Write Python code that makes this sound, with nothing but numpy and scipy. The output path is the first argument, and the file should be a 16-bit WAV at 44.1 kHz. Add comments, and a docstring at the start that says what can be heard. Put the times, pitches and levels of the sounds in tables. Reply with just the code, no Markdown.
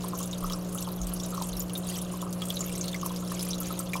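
"""A mains pump hums over a soft rush of air, while mist hisses and droplets patter in a glass terrarium.
Each impact excites a damped resonance: drops plop on a hollow surface, tick on leaves or burst in
bright splats, and the glass walls add early reflections and a brief reverberation. A few soft bumps
shake the microphone, and later come flurries of heavier droplets."""
import sys
import numpy as np
from scipy.fft import rfft, irfft, next_fast_len
from scipy.io import wavfile
from scipy.ndimage import uniform_filter1d, map_coordinates

SR = 44100
rng = np.random.default_rng(int(sys.argv[2]) if len(sys.argv) > 2 else 0)


def generate_wav(signal):
    """Clip the signal to [-1, 1] and save it as 16-bit WAV at the path in sys.argv[1]."""
    frames = np.transpose(np.atleast_2d(signal))
    scaled = np.clip(frames, -1, 1) * 32767
    pcm = np.round(scaled).astype(np.int16)
    wavfile.write(sys.argv[1], SR, pcm)


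N = 176400
BAND_LIMIT_HZ = 15900
# response of the hollow body (frequency [Hz], gain [dB])
HOLLOW_BODY = [(400, -12), (800, -1.5), (1000, 4.5), (1330, 4), (1550, -16), (3000, -14), (8000, -32)]


def amp(db):
    """Amplitude ratio of a level in decibels."""
    return 10 ** (np.asarray(db) / 20)


def unit(x):
    """Normalisation to rms 1."""
    return x / np.sqrt(np.mean(x ** 2) + 1e-20)


def wobble(rate):
    """Slow random modulation: a spline through `rate` Gaussian knots a second."""
    knots = rng.standard_normal(int(N * rate / SR) + 4)
    return map_coordinates(knots, [np.arange(N) * rate / SR])


def filtered(x, response):
    """Linear filtering: the spectrum is multiplied by a frequency response."""
    size = next_fast_len(2 * len(x))
    return irfft(rfft(x, size) * response(np.fft.rfftfreq(size, 1 / SR)), size)[:len(x)]


def coloured(x, points):
    """Spectral shaping by (frequency [Hz], gain [dB]) points, joined on a log frequency axis."""
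    hz, db = np.transpose(points)
    return filtered(x, lambda f: amp(np.interp(np.log(f + 1), np.log(hz + 1), db)))


def resonance(f, centre, width):
    """Band-pass response of a damped oscillator with Q = centre / width."""
    return 1j * f * width / (centre ** 2 - f ** 2 + 1j * f * width)


def add(track, start, sound):
    """Superposition: a sound joins the track at `start` seconds."""
    part = track[max(0, round(start * SR)):][:len(sound)]
    part += sound[:len(part)]


def pump(mains_hz=59.98):
    """Periodic mains drive gives a harmonic series; the upper partials waver more."""
    # partials of the hum (harmonic number, rms level [dB])
    harmonics = [(1, -56), (2, -47), (3, -35.5), (4, -57), (5, -50), (6, -59), (8, -54.5), (9, -52.5),
                 (11, -62), (12, -61)]
    t, hum = np.arange(N) / SR, np.zeros(N)
    for k, db in harmonics:
        waver_db = (0.52 if k <= 3 else 1.28) * wobble(5)
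        hum += amp(db + waver_db) * np.sqrt(2) * np.sin(2 * np.pi * (k * mains_hz * t + rng.random()))
    return hum


def air():
    """Rushing air makes low broadband noise, part of it ringing in the modes of the housing."""
    # spectrum of the airflow (frequency [Hz], relative level [dB])
    spectrum = [(12, -56), (20, -7), (65, -9.5), (90, -10), (102, -8.5), (123, -15), (145, -10.5),
                (162, -9), (181, -5.5), (194, -13.5), (209, -15.5), (302, -14), (325, -20), (349, -14.5),
                (443, -13.5), (533, -11.5), (874, -18), (1150, -17), (1600, -26.5), (2080, -55),
                (3520, -120)]
    # modes of the housing (frequency [Hz], bandwidth [Hz], gain [dB])
    modes = [(163.2, 11.5, 1.5), (355.3, 46, -4), (408.6, 15, -3), (583, 48, -8), (645, 20.6, -6.5)]
    housing = lambda f: sum(amp(db) * resonance(f, hz, width) ** 2 for hz, width, db in modes)
    rush = unit(coloured(rng.standard_normal(N), spectrum))
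    ring = unit(filtered(rng.standard_normal(N), housing))
    return amp(-45) * rush + amp(-47.5) * ring


def spray_db():
    """The spray's level envelope, which modulates mist, patter and splats."""
    # strength of the spray (time [s], level [dB])
    strength = [(0, -42), (.12, -47), (.23, -45.5), (.36, -49.5), (.5, -43), (.67, -50.5), (.78, -39.5),
                (.98, -49), (1.23, -43), (1.33, -44), (1.46, -42.5), (1.67, -51), (1.84, -46),
                (1.94, -39.5), (2.02, -42.5), (2.07, -49), (2.21, -43.5), (2.3, -50.5), (2.5, -44.5),
                (2.77, -42), (2.9, -46.5), (3.0, -45.5), (3.08, -44), (3.21, -45), (3.47, -38),
                (3.57, -45.5), (3.7, -43), (3.88, -46.5), (4, -43)]
    return np.interp(np.arange(N) / SR, *np.transpose(strength))


def mist():
    """Amplitude-modulated noise: an unsteady hiss that swells a little with the spray."""
    # spectrum of the hiss (frequency [Hz], relative level [dB])
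    spectrum = [(800, -26), (1600, 2), (2200, 0.5), (2850, 4.5), (3400, -0.5), (4500, -0.5), (7000, -9),
                (11000, -6.5), (14000, -7), (16000, -10.5)]
    swell_db = 0.15 * (spray_db() - spray_db().mean()) + 2.2 * wobble(12)
    return amp(-54 + swell_db) * unit(coloured(rng.standard_normal(N), spectrum))


def drop(hz, q, splash_db, t60, echo_db, size=4096):
    """Impact excitation: a damped ring and a brighter splash, reverberating between the panes."""
    build_up_s, contact_s, splash_top_hz, crest_factor = 0.00052, 0.00065, 9500, 2.43
    t = np.arange(size) / SR
    echo = rng.standard_normal(size) * amp(-60 * t / t60) * (1 - np.exp(-t / build_up_s))
    echo *= amp(echo_db) / np.linalg.norm(echo)
    contact = rng.standard_normal(size) * t * np.exp(-t / contact_s)
    contact /= np.linalg.norm(contact)
    impulse = t == 0
    ring = filtered(impulse + echo, lambda f: resonance(f, hz, hz / q) * resonance(f, hz, hz))
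    splash_band = lambda f: resonance(f, hz, hz / 2) * 1j * f / hz / (1 + 1j * f / splash_top_hz)
    splash = filtered(contact + echo, lambda f: splash_band(f) * (f < BAND_LIMIT_HZ))
    sound = unit(ring) + amp(splash_db) * unit(splash)
    loudest_rms = np.sqrt(uniform_filter1d(sound ** 2, size=128).max())
    return sound / (crest_factor * loudest_rms)  # peaks near 1


def shower(start, length, per_s, low_hz, high_hz):
    """Shot noise: impacts of random time, strength and pitch, with rms near 1 while they fall."""
    track, count = np.zeros(N), int(per_s * length)
    for i, (jitter, pitch, weight) in enumerate(rng.random((count, 3))):
        db = 3.5 * min(-np.log(1 - weight), 3)  # capped exponential spread: most drops are weak
        hz = low_hz * (high_hz / low_hz) ** (pitch ** .75)
        droplet = drop(hz, q=17, splash_db=-6.5, t60=0.034, echo_db=3, size=1024)
        add(track, start + (i + 2 * jitter) / per_s, amp(db) * droplet)
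    return unit(track) * np.sqrt(length * SR / N)


def patter():
    """Dense impacts of fine droplets merge into a crackle whose level follows the spray."""
    # colour of the fine droplets (frequency [Hz], gain [dB])
    colour = [(900, -30), (1800, -11), (2900, -0.5), (3700, -1), (5000, -2), (6600, 2.5), (8500, -1),
              (11000, 1), (13000, -8.5), (15500, -22)]
    droplets = shower(0, N / SR, per_s=300, low_hz=2540, high_hz=13400)
    return amp(spray_db() - 4) * unit(coloured(droplets, colour))


def splats(per_s=50, low_hz=5100, high_hz=12640, range_db=14, t60=.042, size=2048):
    """Short bursts have wide spectra: middling droplets give a high ping, a splash and a faint click."""
    # colour of the bursts (frequency [Hz], gain [dB])
    colour = [(900, -10), (2000, -6), (3000, 4), (5000, 0), (7000, -1), (9500, -2.5), (11500, 2),
              (13500, 2.5), (15500, -5)]
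    track, t = np.zeros(N), np.arange(size) / SR
    count = int(per_s * N / SR)
    for i, (jitter, level, pitch) in enumerate(rng.random((count, 3))):
        hz = low_hz + pitch * (high_hz - low_hz)
        click = rng.standard_normal(size) * amp(-14.5 - 60 * t / t60)
        ping = drop(hz, q=20, splash_db=-2.5, t60=t60, echo_db=1.5, size=size)
        add(track, (i + 2 * jitter) / per_s, amp(range_db * level) * (ping + click))
    return amp(spray_db() - 4.5) * unit(coloured(track, colour))


def gurgle():
    """Repeated excitation by small drops keeps the hollow body resonating faintly."""
    droplets = shower(0, N / SR, per_s=45, low_hz=948, high_hz=1350)
    return amp(-56.5) * unit(coloured(droplets, HOLLOW_BODY))


def plops():
    """Bigger drops excite low, well-damped resonances, filtered by the hollow body."""
    # drops on the hollow surface (time [s], relative level [dB], pitch [Hz])
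    impacts = [(0.041, -30, 1020), (0.134, -26, 1080), (0.206, -29.5, 1120), (0.426, -32, 1170),
               (0.443, -25, 1210), (0.506, -30, 1150), (0.534, -30.5, 1270), (0.753, -32, 1350),
               (0.875, -27.5, 980), (1.326, -30.5, 1250), (1.344, -30, 1244), (1.378, -26.5, 1110),
               (1.414, -25.5, 960), (2.137, -34, 1040), (2.226, -29, 1040), (2.267, -32, 1170),
               (2.419, -34.5, 1130), (2.607, -32.5, 1250), (3.031, -25.5, 1170), (3.061, -27, 1030),
               (3.107, -32, 1020), (3.318, -27.5, 1130), (3.615, -31.5, 1340), (3.706, -28.5, 1236),
               (3.801, -30.5, 1250), (3.955, -24, 1030)]
    track = np.zeros(N)
    for start, db, hz in impacts:
        add(track, start, amp(db + 1) * drop(hz, q=8, splash_db=-19, t60=0.11, echo_db=0))
    return coloured(track, HOLLOW_BODY)


def ticks():
    """Bigger drops strike the leaves; each impulse excites a brief, high resonance."""
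    # drops on leaves (time [s], relative level [dB], pitch [Hz], splash-to-ring ratio [dB])
    impacts = [(0.084, -31, 8360, -14), (.152, -31, 6730, -8), (.187, -25.5, 9400, 6), (.203, -29, 9200, 3),
               (.214, -28, 6700, -14), (.229, -24.5, 7060, 0), (.258, -26, 10700, -8),
               (.312, -27.5, 6700, -17), (0.3301, -26, 3740, -7), (0.461, -30.5, 10600, -3),
               (0.4985, -26, 3270, 1), (0.523, -26.5, 3840, 1), (.533, -25, 5400, -10),
               (.748, -24, 10900, -3), (0.826, -26.5, 7950, -5), (.918, -29, 12000, -7),
               (1.0156, -24, 6570, -5), (1.0696, -24, 8600, 1), (1.1368, -19, 11050, -13),
               (1.2003, -24.5, 5720, -10), (1.235, -24.5, 7000, -11), (1.4215, -23, 4530, 7),
               (1.436, -27.5, 8100, -12), (1.53, -31.5, 4100, -18), (1.568, -25.5, 11300, -6),
               (1.570, -29, 5500, -15), (1.596, -20.5, 12800, -13), (1.603, -23, 7030, -7),
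               (1.624, -26, 14000, -5), (1.696, -30, 3000, 2), (1.7343, -24, 10040, -12),
               (1.753, -25, 3740, -8), (1.7773, -24, 11800, 3), (1.889, -24, 6700, -12),
               (1.899, -26, 9000, 0), (1.942, -30, 7660, -16), (1.978, -32, 8450, 2),
               (2.017, -24, 10400, -8), (2.122, -30, 9300, -9), (2.3274, -26, 6490, 17),
               (2.4194, -23, 3300, -5), (2.454, -27.5, 8450, 9), (2.485, -25, 8600, -3),
               (2.5034, -18.5, 3500, -2.5), (2.557, -29.5, 11100, -8), (2.569, -21.5, 3930, -13),
               (2.607, -17.5, 7130, -12), (2.641, -28, 6700, -7), (2.682, -31, 12000, -6),
               (2.694, -31.5, 2450, 11), (2.725, -25.5, 8500, -5), (2.779, -25.5, 8350, -6),
               (2.8114, -20, 6500, -24), (2.8415, -24.5, 4240, -3), (2.881, -22, 4370, -1),
               (2.9307, -28, 3550, -18), (2.9438, -23.5, 2120, -6), (3.0612, -19.5, 9500, 22),
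               (3.1612, -26.5, 5070, 0), (3.318, -34.5, 1700, -10), (3.5089, -20, 5740, -20),
               (3.5322, -21.5, 3980, -14), (3.603, -21, 12400, -2), (3.668, -27.5, 6700, 3),
               (3.791, -20.5, 8600, 2), (3.934, -17.5, 2370, -5), (3.961, -27.5, 7650, 13)]
    track = np.zeros(N)
    for start, db, hz, splash_db in impacts:
        add(track, start, amp(db - .5) * drop(hz, q=19, splash_db=splash_db, t60=0.056, echo_db=1.5))
    return track


def bumps(attack_s=0.012, t60=0.59):
    """Soft knocks shake the microphone in deep, damped oscillations of uneven phase."""
    # knocks (time [s], peak level [dB], frequency [Hz])
    knocks = [(.42, -33, 29.6), (0.998, -30, 46.3), (1.03, -48, 30.8), (1.51, -35, 47), (2.72, -48, 32)]
    track, t = np.zeros(N), np.arange(N) / SR
    envelope = (1 - np.exp(-t / attack_s)) * amp(-60 * t / t60)
    envelope /= envelope.max()
    for start, db, hz in knocks:
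        phase = 2 * np.pi * hz * t + .5 * wobble(25)
        add(track, start, amp(db) * envelope * np.sin(phase))
    return track


def flurries():
    """Bursts of shot noise: heavier droplets spatter the leaves, ringing lower than the fine ones."""
    # flurries of droplets (time [s], duration [s], rms level [dB])
    bursts = [(1.852, 0.13, -47.5), (2.619, 0.29, -52.5), (3.3, .25, -53), (3.6, 0.22, -53)]
    return sum(amp(db) * shower(start, length, per_s=200, low_hz=1970, high_hz=4900)
               for start, length, db in bursts)


def walls(direct, count=6, spread_s=.006):
    """Early reflection: the near panes return weak delayed copies, here of alternating sign."""
    delays = spread_s * (np.arange(count) + rng.random(count)) / count
    copies = sum(np.pad(direct, (round(delay * SR) + 1, 0))[:N] * (-1) ** k
                 for k, delay in enumerate(delays))
    return direct + amp(-19.5) * copies


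def scene():
    """The sources superpose at one close microphone, the drops with their early reflections."""
    background = pump() + air() + mist() + bumps()
    water = ticks() + plops() + splats() + patter() + flurries() + gurgle()
    return (background + walls(water))[None]


def record(dry):
    """Band limiting: an ideal low-pass filter removes the highest treble."""
    return np.array([filtered(channel, lambda f: f < BAND_LIMIT_HZ) for channel in dry])


dry = scene()
out = record(dry)
generate_wav(out)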